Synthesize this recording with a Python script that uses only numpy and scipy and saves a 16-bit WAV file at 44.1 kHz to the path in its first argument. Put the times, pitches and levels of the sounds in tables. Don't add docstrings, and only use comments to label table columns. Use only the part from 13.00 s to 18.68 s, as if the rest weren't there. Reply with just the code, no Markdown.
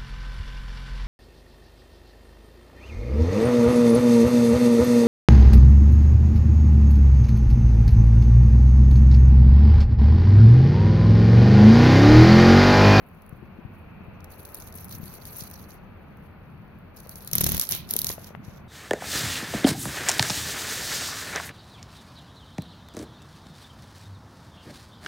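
import sys
import numpy as np
from scipy import signal
from scipy.fft import rfft, irfft
from scipy.io import wavfile
from scipy.ndimage import uniform_filter1d

SR = 44100
rng = np.random.default_rng(int(sys.argv[2]) if len(sys.argv) > 2 else 0)


def materialize(psi):
    bounded = np.clip(np.atleast_2d(psi).T, -1, 1)
    quanta = np.round(bounded * 32767).astype(np.int16)
    wavfile.write(sys.argv[1], SR, quanta)


N = 250488
TIME = np.arange(N) / SR
TAKES_OFF_S, LEAVES_LOG_S = 4.32, 4.59


def undb(db):
    return 10 ** (np.asarray(db) / 20)


def unit(x):
    return x / np.sqrt(np.mean(x ** 2))


def envelope(points):
    return undb(np.interp(TIME, *np.transpose(points)))


def along(points, hz):
    freqs, values = np.transpose(points)
    return np.interp(np.log(hz + 1), np.log(freqs), values)


def sides(pan_db):
    return undb(np.array([pan_db, -pan_db]) / 2)


def band(x, lo_hz, hi_hz):
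    return signal.sosfilt(signal.butter(3, [lo_hz, hi_hz], "bandpass", fs=SR, output="sos"), x)


def walk(rate_hz):
    hold = int(SR / rate_hz)
    steps = np.repeat(rng.standard_normal(N // hold + 1), hold)[:N + hold]
    return 1.75 * uniform_filter1d(uniform_filter1d(steps, hold), hold)[:N]


# t/s, level/dB, shell ring/dB, log body/dB (both relative to level), pan/dB
WING_SLAPS = [(4.3135, -25, -4, -14, 10), (4.3322, -10.5, -3, -15, 1), (4.3534, -4.5, -15.5, -32, 1),
              (4.36, -21, -8, -17, -6), (4.382, -9, -4.5, -16.5, -0.5), (4.4085, -4.5, -17.5, -15.5, 0.5),
              (4.4124, -10, -5, -15.5, 2.5), (4.437, -17, -1, -10, 1.5), (4.4415, -7.5, -3.5, -17, 5),
              (4.465, -9, -4, -10, 2.5), (4.471, -16.5, -10.5, -26, -15), (4.4894, -13, -18, -19, -1),
              (4.4923, -15, -7, -16, -4), (4.499, -18, -14, -33, -7), (4.519, -9, -10, -13.5, 1.5),
              (4.5461, -18, -8.5, -6.5, 2), (4.5679, -12.5, -11, -23, -2.5), (4.5781, -15.5, -7, -12, 6),
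              (4.5965, -3.5, -9.5, -31, 0), (4.6133, -8.5, -8, -28, -1.5), (4.621, -17, -4.5, -18, 0),
              (4.637, -27, -11, -22, -1), (4.6518, -25, -4, -29, -4.5), (4.67, -31, 1, -24, 2.5),
              (4.6908, -13.5, -14, -21, -7), (4.7102, -11.5, -9, -24, 3.5), (4.7219, -9.5, -5.5, -19, -4.5),
              (4.7298, -18, -5, -30, 1), (4.75, -13.5, -12, -21, 0), (4.9095, -7.5, -10.5, -25, 1.5),
              (4.937, -9, -10, -19.5, 2), (4.9649, -7.5, -11, -25, 1.5), (4.9897, -8, -8, -35, -1),
              (5.017, -12, -8, -31, -1), (5.045, -11, -5.5, -23, 0), (5.068, -13, -1, -38, 2.5),
              (5.091, -19.5, 3, -32, -0.5)]


def wing_slaps():
    starts, db, shell_db, log_db, pan_db = np.transpose(WING_SLAPS)
    on_log = starts < LEAVES_LOG_S
    return contacts(starts, db, pan_db, [log_db, shell_db, 0 * db, log_db - 5.5], snap_ms=0.17,
                    rasp_ms=np.where(on_log, 4.2, 3.0), rasp_db=np.where(on_log, -11, -13))


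# t/s, level/dB, shell ring/dB (relative to level)
CLAW_TICKS = [(0.0873, -47, -19), (0.1122, -55, -19), (0.2205, -45, -10), (0.2634, -50, -13),
              (0.2928, -41.5, -21), (1.2048, -49.5, 4), (1.2437, -35.5, -6), (1.304, -42, -9),
              (1.3195, -37, -18), (1.4035, -49, -12), (1.43, -39, -15), (1.436, -44, -18),
              (1.4512, -31, -4), (1.4552, -32, -24), (1.4635, -44, -15), (1.4695, -40, -15),
              (1.4775, -42, -15), (1.4896, -36, -12), (1.5205, -36, -20), (1.5425, -37, -7),
              (1.5455, -21, -31), (1.553, -33.5, -4), (1.6009, -31.5, -9), (1.607, -39, -5),
              (1.6215, -39, 3), (1.626, -38, -13), (1.629, -39, -8), (1.674, -40, 0), (1.681, -47, -20),
              (1.698, -41, -12), (1.7246, -35.5, -4), (1.741, -37, -7), (1.754, -26.5, -20),
              (1.7605, -28, -27), (1.7745, -29, -20), (1.8059, -32, -27), (1.8443, -29, -14),
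              (1.8518, -31, -22), (1.8835, -40, -5), (1.8922, -33, -11), (1.9115, -31, -8),
              (1.9245, -28, -6), (1.9675, -43, -15), (1.984, -32, -23), (2.0395, -38, -2),
              (2.057, -34, -12), (2.112, -48, -8), (2.128, -45, -1), (2.1425, -39, -16), (2.153, -40, -3),
              (2.179, -42, -12), (2.2315, -42, -15), (2.2534, -27, -6.5), (2.3601, -32, -18),
              (2.3661, -27, -23), (2.3705, -27, -22), (2.384, -24.5, -22), (2.391, -27, -22),
              (2.4035, -26, -11), (2.4075, -30.5, 4), (2.415, -40, 0), (2.4225, -38, 3), (2.4365, -33, -8),
              (2.477, -38, -20), (2.5, -34, -16), (2.5123, -30, -12), (2.5367, -35.5, -8),
              (2.54, -33.5, -3.5), (2.577, -42, -12), (2.7054, -36.5, -5), (2.7413, -43, -19),
              (3.1708, -49, -13), (3.2681, -57, -12), (3.7869, -49, -24), (3.964, -37, -13),
              (3.9695, -37, -4), (3.975, -41, -2), (3.984, -60, -7), (4.0024, -33, -6.5), (4.0712, -39, -8),
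              (4.0932, -28.5, -11), (4.1566, -30.5, -4), (4.183, -35, -23), (4.207, -43.5, 5),
              (4.2219, -41, -3), (4.2473, -32.5, -11), (4.2748, -23, -7.5), (4.291, -47, 3),
              (4.891, -28.5, -4), (5.116, -33, 7.5), (5.2436, -32, -3.5), (5.27, -46.5, 5), (5.449, -49, 8)]


def claw_ticks(strays=110):
    when, size, tone = rng.random((strays, 3)).T
    stray_s = when * (N - 1) / SR
    drag_db, _ = drag_levels()
    stray_db = drag_db[(stray_s * SR).astype(int)] - 2.5 * np.log(1 - size)
    stray_ticks = np.transpose([stray_s, stray_db, -10 + 18 * (tone - .5)])
    starts, db, shell_db = np.vstack([CLAW_TICKS, stray_ticks]).T
    each = np.ones(len(starts))
    return contacts(starts, db, pan_db=1.9 * each, parts_db=[shell_db - 26.5, shell_db, 0 * db],
                    snap_ms=0.21, rasp_ms=4.1 * each, rasp_db=-12 * each)


# low f/Hz, high f/Hz
RINGING_PARTS = [(430, 3860), (3760, 7750), (9170, 21300), (265, 763)]


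def contacts(starts, level_db, pan_db, parts_db, snap_ms, rasp_ms, rasp_db, size=1024):
    ms = np.arange(size) / SR * 1e3
    noise = rng.standard_normal((len(starts), 4, size))
    crackle = undb(3.5 * unit(uniform_filter1d(noise[:, 2], 24)))
    rasp = undb(rasp_db)[:, None] * crackle / (1 + (ms / rasp_ms[:, None]) ** 4)
    snap = ms / snap_ms * np.exp(1 - ms / snap_ms)
    hits = 0
    for part_db, (lo, hi) in zip(parts_db, RINGING_PARTS):
        blow = band(noise[:, 0] * snap, lo, hi)
        blow /= np.abs(blow).max(axis=1, keepdims=True)
        rubs = np.array([unit(band(noise[:, k], lo, hi)) for k in (1, 3)])
        hits = hits + undb(part_db)[:, None] * (1.87 * blow + rasp * rubs)
    out = np.zeros((2, N + 2 * size))
    for k, at in enumerate((starts * SR).astype(int)):
        lag = int(np.clip(2 * pan_db[k] + 5.5, -9, 9))
        gains = undb(level_db[k]) * sides(pan_db[k])
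        for port, start in enumerate((at, at + lag)):
            out[port, start:start + size] += gains[port] * hits[port, k]
    return out[:, :N]


# low f/Hz, high f/Hz
BARK_PLATES = [(4000, 4640), (5400, 6700)]
# low f/Hz, high f/Hz
TIP_RINGS = [(8300, 12500), (12300, 17700)]


def claw_scrape():
    db, mid_db = drag_levels()
    fits = undb(db + 1.07 * walk(70) + 1.68 * walk(300))
    slips = rng.standard_normal((2, N)) * undb(3.5 * np.minimum(rng.exponential(size=N), 6))
    log, shell = (unit(band(slips, lo, hi)) for lo, hi in RINGING_PARTS[:2])
    plates = sum(undb(2.97 * walk(110)) * unit(band(slips, lo, hi)) for lo, hi in BARK_PLATES)
    plates = np.where(TIME < TAKES_OFF_S, plates, undb(2.5) * shell)
    tips = unit(sum(undb(1.8 * walk(90)) * band(slips, lo, hi) for lo, hi in TIP_RINGS))
    mids = undb(-4) * log + undb(-18.5) * shell + undb(-5) * plates
    return fits * (tips + undb(mid_db) * mids)


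# t/s, hold/s, level/dB, mids/dB (relative to level)
DRAGS = [(0.0, 0.37, -69.5, -18), (0.728, 0.091, -69, -16), (1.306, 0.043, -53, -10),
         (1.397, 0.014, -47, -9), (1.464, .02, -55.5, -5), (1.5, .04, -55.5, -7), (1.57, 0.03, -46.5, -7.5),
         (1.61, 0.033, -51, -11), (1.665, 0.02, -50, -11.5), (1.752, 0.059, -46.5, -11.5),
         (1.828, 0.05, -56, -6.5), (1.916, 0.021, -38, -9), (1.945, .015, -49.5, -11),
         (2.017, 0.092, -47, -8.5), (2.137, 0.015, -46, -8), (2.197, 0.034, -49.5, -6.5),
         (2.269, 0.066, -42.5, -11.5), (2.363, 0.04, -43.5, -7.5), (2.408, 0.044, -46.5, -7.5),
         (2.473, 0.027, -52.5, -9), (2.529, 0.097, -52.5, -4.5), (2.687, 0.062, -55, -7),
         (3.19, 0.064, -70.5, -10), (3.965, 0.091, -56, -4.5), (4.095, 0.033, -49.5, -9.5),
         (4.164, 0.015, -47.5, -9), (4.205, 0.12, -50, -5.5), (4.344, 0.093, -39.5, 0.5),
         (4.459, 0.059, -32.5, -1.5), (4.536, 0.026, -40.5, 2), (4.602, 0.037, -30.5, -6.5),
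         (4.706, 0.044, -29, -6.5), (4.899, 0.13, -38.5, -4.5), (5.065, 0.05, -32, -7.5),
         (5.194, 0.089, -51.5, 0), (5.439, 0.14, -62, 3)]


def drag_levels(attack_db_per_s=898, release_db_per_s=373.5, rest_db=-77.5):
    tips, mids = undb(rest_db) ** 2, undb(rest_db - 7.5) ** 2
    for start, hold, db, mid_db in DRAGS:
        attack_db = attack_db_per_s * np.maximum(start - TIME, 0)
        release_db = release_db_per_s * np.maximum(TIME - start - hold, 0)
        power = undb(db - attack_db - release_db) ** 2
        tips = tips + power
        mids = mids + power * undb(mid_db) ** 2
    return 10 * np.log10(tips), 10 * np.log10(mids / tips)


# t/s, level/dB
HUM_ENVELOPE = [(4.32, -36), (4.38, -33.5), (4.45, -27.5), (4.49, -32.5), (4.545, -27.5), (4.59, -37),
                (4.63, -58), (4.7, -48), (4.72, -35), (4.79, -50), (5.11, -42), (5.15, -53)]
# harmonic number, level/dB
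HUM_HARMONICS = [(1, -14), (2, -4.5), (3, -4), (4, -2), (5, -6.5), (6, -11.5), (7, -17.5), (8, -17),
                 (9, -16.5), (10, -15)]


def wing_hum(beat_hz=37.72, downstroke_s=4.412):
    phase = 2 * np.pi * beat_hz * (TIME - downstroke_s) + 0.25 * walk(30)
    hum = 0
    for harmonic, db in HUM_HARMONICS:
        drift = 0.4 * walk(14) + np.array([0.2 * walk(16), 0.9 * walk(18)])
        hum = hum + undb(db + 2.2 * walk(22)) * np.cos(harmonic * phase + drift)
    flying = (TIME > HUM_ENVELOPE[0][0]) & (TIME < HUM_ENVELOPE[-1][0])
    gate = uniform_filter1d(flying.astype(float), 900)
    return unit(hum) * envelope(HUM_ENVELOPE) * gate * sides(1.7)[:, None]


def shell_slide(start_s=4.722, t60_s=.36):
    since = TIME - start_s
    fade = (since > 0) * np.exp(-np.log(1000) * np.abs(since) / t60_s)
    grain = undb(-32.5 + 1.8 * walk(300))
    return fade * grain * unit(band(rng.standard_normal((2, N)), 2200, 4500))


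# t/s, level/dB, f/Hz
PHONE_BUMPS = [(0.3257, -33.5, 141), (0.427, -40, 172), (0.588, -35.5, 234), (0.65, -32, 106),
               (1.007, -38, 197), (1.081, -38, 135), (1.946, -37.5, 122), (1.999, -37, 201),
               (2.03, -33.5, 156), (2.419, -35, 150), (5.48, -35, 121.3)]
# t/s, level/dB, f/Hz, decay t60/s, crack/dB (relative to level)
FINGER_TAPS = [(0.424, -44, 355, 0.056, -31), (0.586, -44, 332, 0.084, -27), (4.063, -38.5, 524, 0.01, -16),
               (4.956, -32, 430, 0.018, -18), (5.101, -30.5, 450, 0.01, 1.5), (5.181, -33, 630, 0.014, -13),
               (5.306, -42, 583, 0.018, -14), (5.35, -31.5, 806, 0.0034, -3)]


def handling():
    bumps = knocks([(*row, 0.026) for row in PHONE_BUMPS], sharpness=5.1)
    return knocks(FINGER_TAPS, sharpness=13) - bumps


def knocks(table, sharpness, pan_db=14.5, size=8192):
    out, t = np.zeros((2, N + size)), np.arange(size) / SR
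    for start, db, hz, t60, *crack_db in table:
        decay = t * np.log(1000) / max(t60, .004)
        attack = 1 - np.exp(-sharpness * decay)
        ring = band(np.sin(2 * np.pi * hz * t) * attack * np.exp(-decay), 60, 4000)
        ring /= np.abs(ring).max()
        if crack_db:
            crack = band(rng.standard_normal(size) * np.exp(-t / 0.0012), 460, 2540)
            ring += undb(crack_db[0]) * crack / np.abs(crack).max()
        at = int(start * SR)
        out[:, at:at + size] += undb(db) * sides(pan_db)[:, None] * ring
    return out[:, :N]


# f/Hz, level/dB
RUMBLE_EQ = [(15, -48), (25, -11.5), (48, -8), (65, -9.5), (86, 0), (113, -8), (200, -5.5), (270, -15.5),
             (658, -19), (1010, -21.5), (1270, -22.5), (2450, -30.5), (4000, -45), (5200, -78),
             (8800, -120)]
# t/s, level/dB
RUMBLE_ENVELOPE = [(0.0, -48), (1.1, -45), (2.4, -44.5), (3.6, -47), (5.68, -45.5)]
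# f/Hz, correlation (clipped to 0-1)
RUMBLE_CORRELATION = [(60, 0.63), (130, 1), (290, 0.69), (640, 0.26), (1410, 1), (3100, -1.4),
                      (6820, -0.21), (15000, 0.02)]
# f/Hz, pan/dB
RUMBLE_PAN = [(60, 1), (110, 0), (200, 1), (380, 2.5), (700, 5.5), (1290, -2.5), (2380, 6.5), (4400, -1.5),
              (8120, 13), (15000, 22)]


def room_rumble():
    hz = np.fft.rfftfreq(N, 1 / SR)
    alike = np.clip(along(RUMBLE_CORRELATION, hz), 0, 1)
    mid, side = rfft(rng.standard_normal((2, N)))
    spectrum = np.sqrt(1 + alike) * mid + np.sqrt(1 - alike) * side * np.array([[1], [-1]])
    bed = unit(irfft(spectrum * undb(along(RUMBLE_EQ, hz)) * sides(along(RUMBLE_PAN, hz)), N))
    sway = undb(1.7 * walk(14) + 1.1 * np.array([walk(7), walk(6)]))
    return envelope(RUMBLE_ENVELOPE) * (bed + (sway - 1) * band(bed, 55, 430))


# t/s, level/dB
SWELL_ENVELOPE = [(0.4, -68.5), (0.98, -61), (1.8, -69.5), (2.3, -69), (3.2, -71)]


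def hiss_swell():
    return envelope(SWELL_ENVELOPE) * unit(band(rng.standard_normal((2, N)), 2280, 2730))


# f/Hz, level/dB
HISS_EQ = [(1760, -19), (3000, -14), (3340, -14.5), (4440, -1), (4800, -8), (7530, -30), (15100, -3),
           (16200, -29), (16500, -41.5)]


def mic_hiss(level_db=-74.5):
    colour = undb(along(HISS_EQ, np.fft.rfftfreq(N, 1 / SR)))
    return undb(level_db) * unit(irfft(rfft(rng.standard_normal((2, N))) * colour, N))


def room_reverb(sound, t60_s=0.3, wet_db=-17):
    t = np.arange(SR // 2) / SR
    tail = rng.standard_normal((2, len(t))) * np.exp(-t * np.log(1000) / t60_s) * (t > .002)
    tail *= undb(wet_db) / np.sqrt(np.sum(tail ** 2, axis=1, keepdims=True))
    return signal.fftconvolve(sound, tail, axes=1)[:, :N]


# f/Hz, level/dB
LEFT_PORT_EQ = [(1300, -5.5), (2200, -3), (3000, -7.5), (3800, -8.5), (5000, -11.5), (6200, -11),
                (7200, -14.5), (8300, -18.5), (9500, -4), (11500, 4.5), (13500, -0.5), (15500, -5)]
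RIGHT_PORT_EQ = [(1300, -2.5), (2200, -3.5), (3000, -2), (3800, 0.6), (5000, 0.5), (6200, 3.5),
                 (7200, -7.5), (8300, -13), (9500, -9), (11500, 4), (13500, -3), (15500, -4.5)]


def mic_ports(sound, size=512):
    hz = np.fft.rfftfreq(size, 1 / SR)
    gains = undb([along(LEFT_PORT_EQ, hz), along(RIGHT_PORT_EQ, hz)])
    cepstrum = irfft(np.log(gains), size)
    cepstrum[:, 1:size // 2] *= 2
    cepstrum[:, size // 2 + 1:] = 0
    impulses = irfft(np.exp(rfft(cepstrum)), size)
    return signal.fftconvolve(sound, impulses, axes=1)[:, :N]


def scene():
    fight = claw_ticks() + wing_slaps() + claw_scrape() + shell_slide()
    heard = mic_ports(fight + room_reverb(fight))
    return heard + wing_hum() + handling() + room_rumble() + mic_hiss() + hiss_swell()


def record(dry, top_hz=15750):
    rounded = .7 * np.tanh(dry / .7)
    return signal.sosfilt(signal.ellip(8, .2, 60, top_hz, fs=SR, output="sos"), rounded)


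dry = scene()
out = record(dry)
materialize(out)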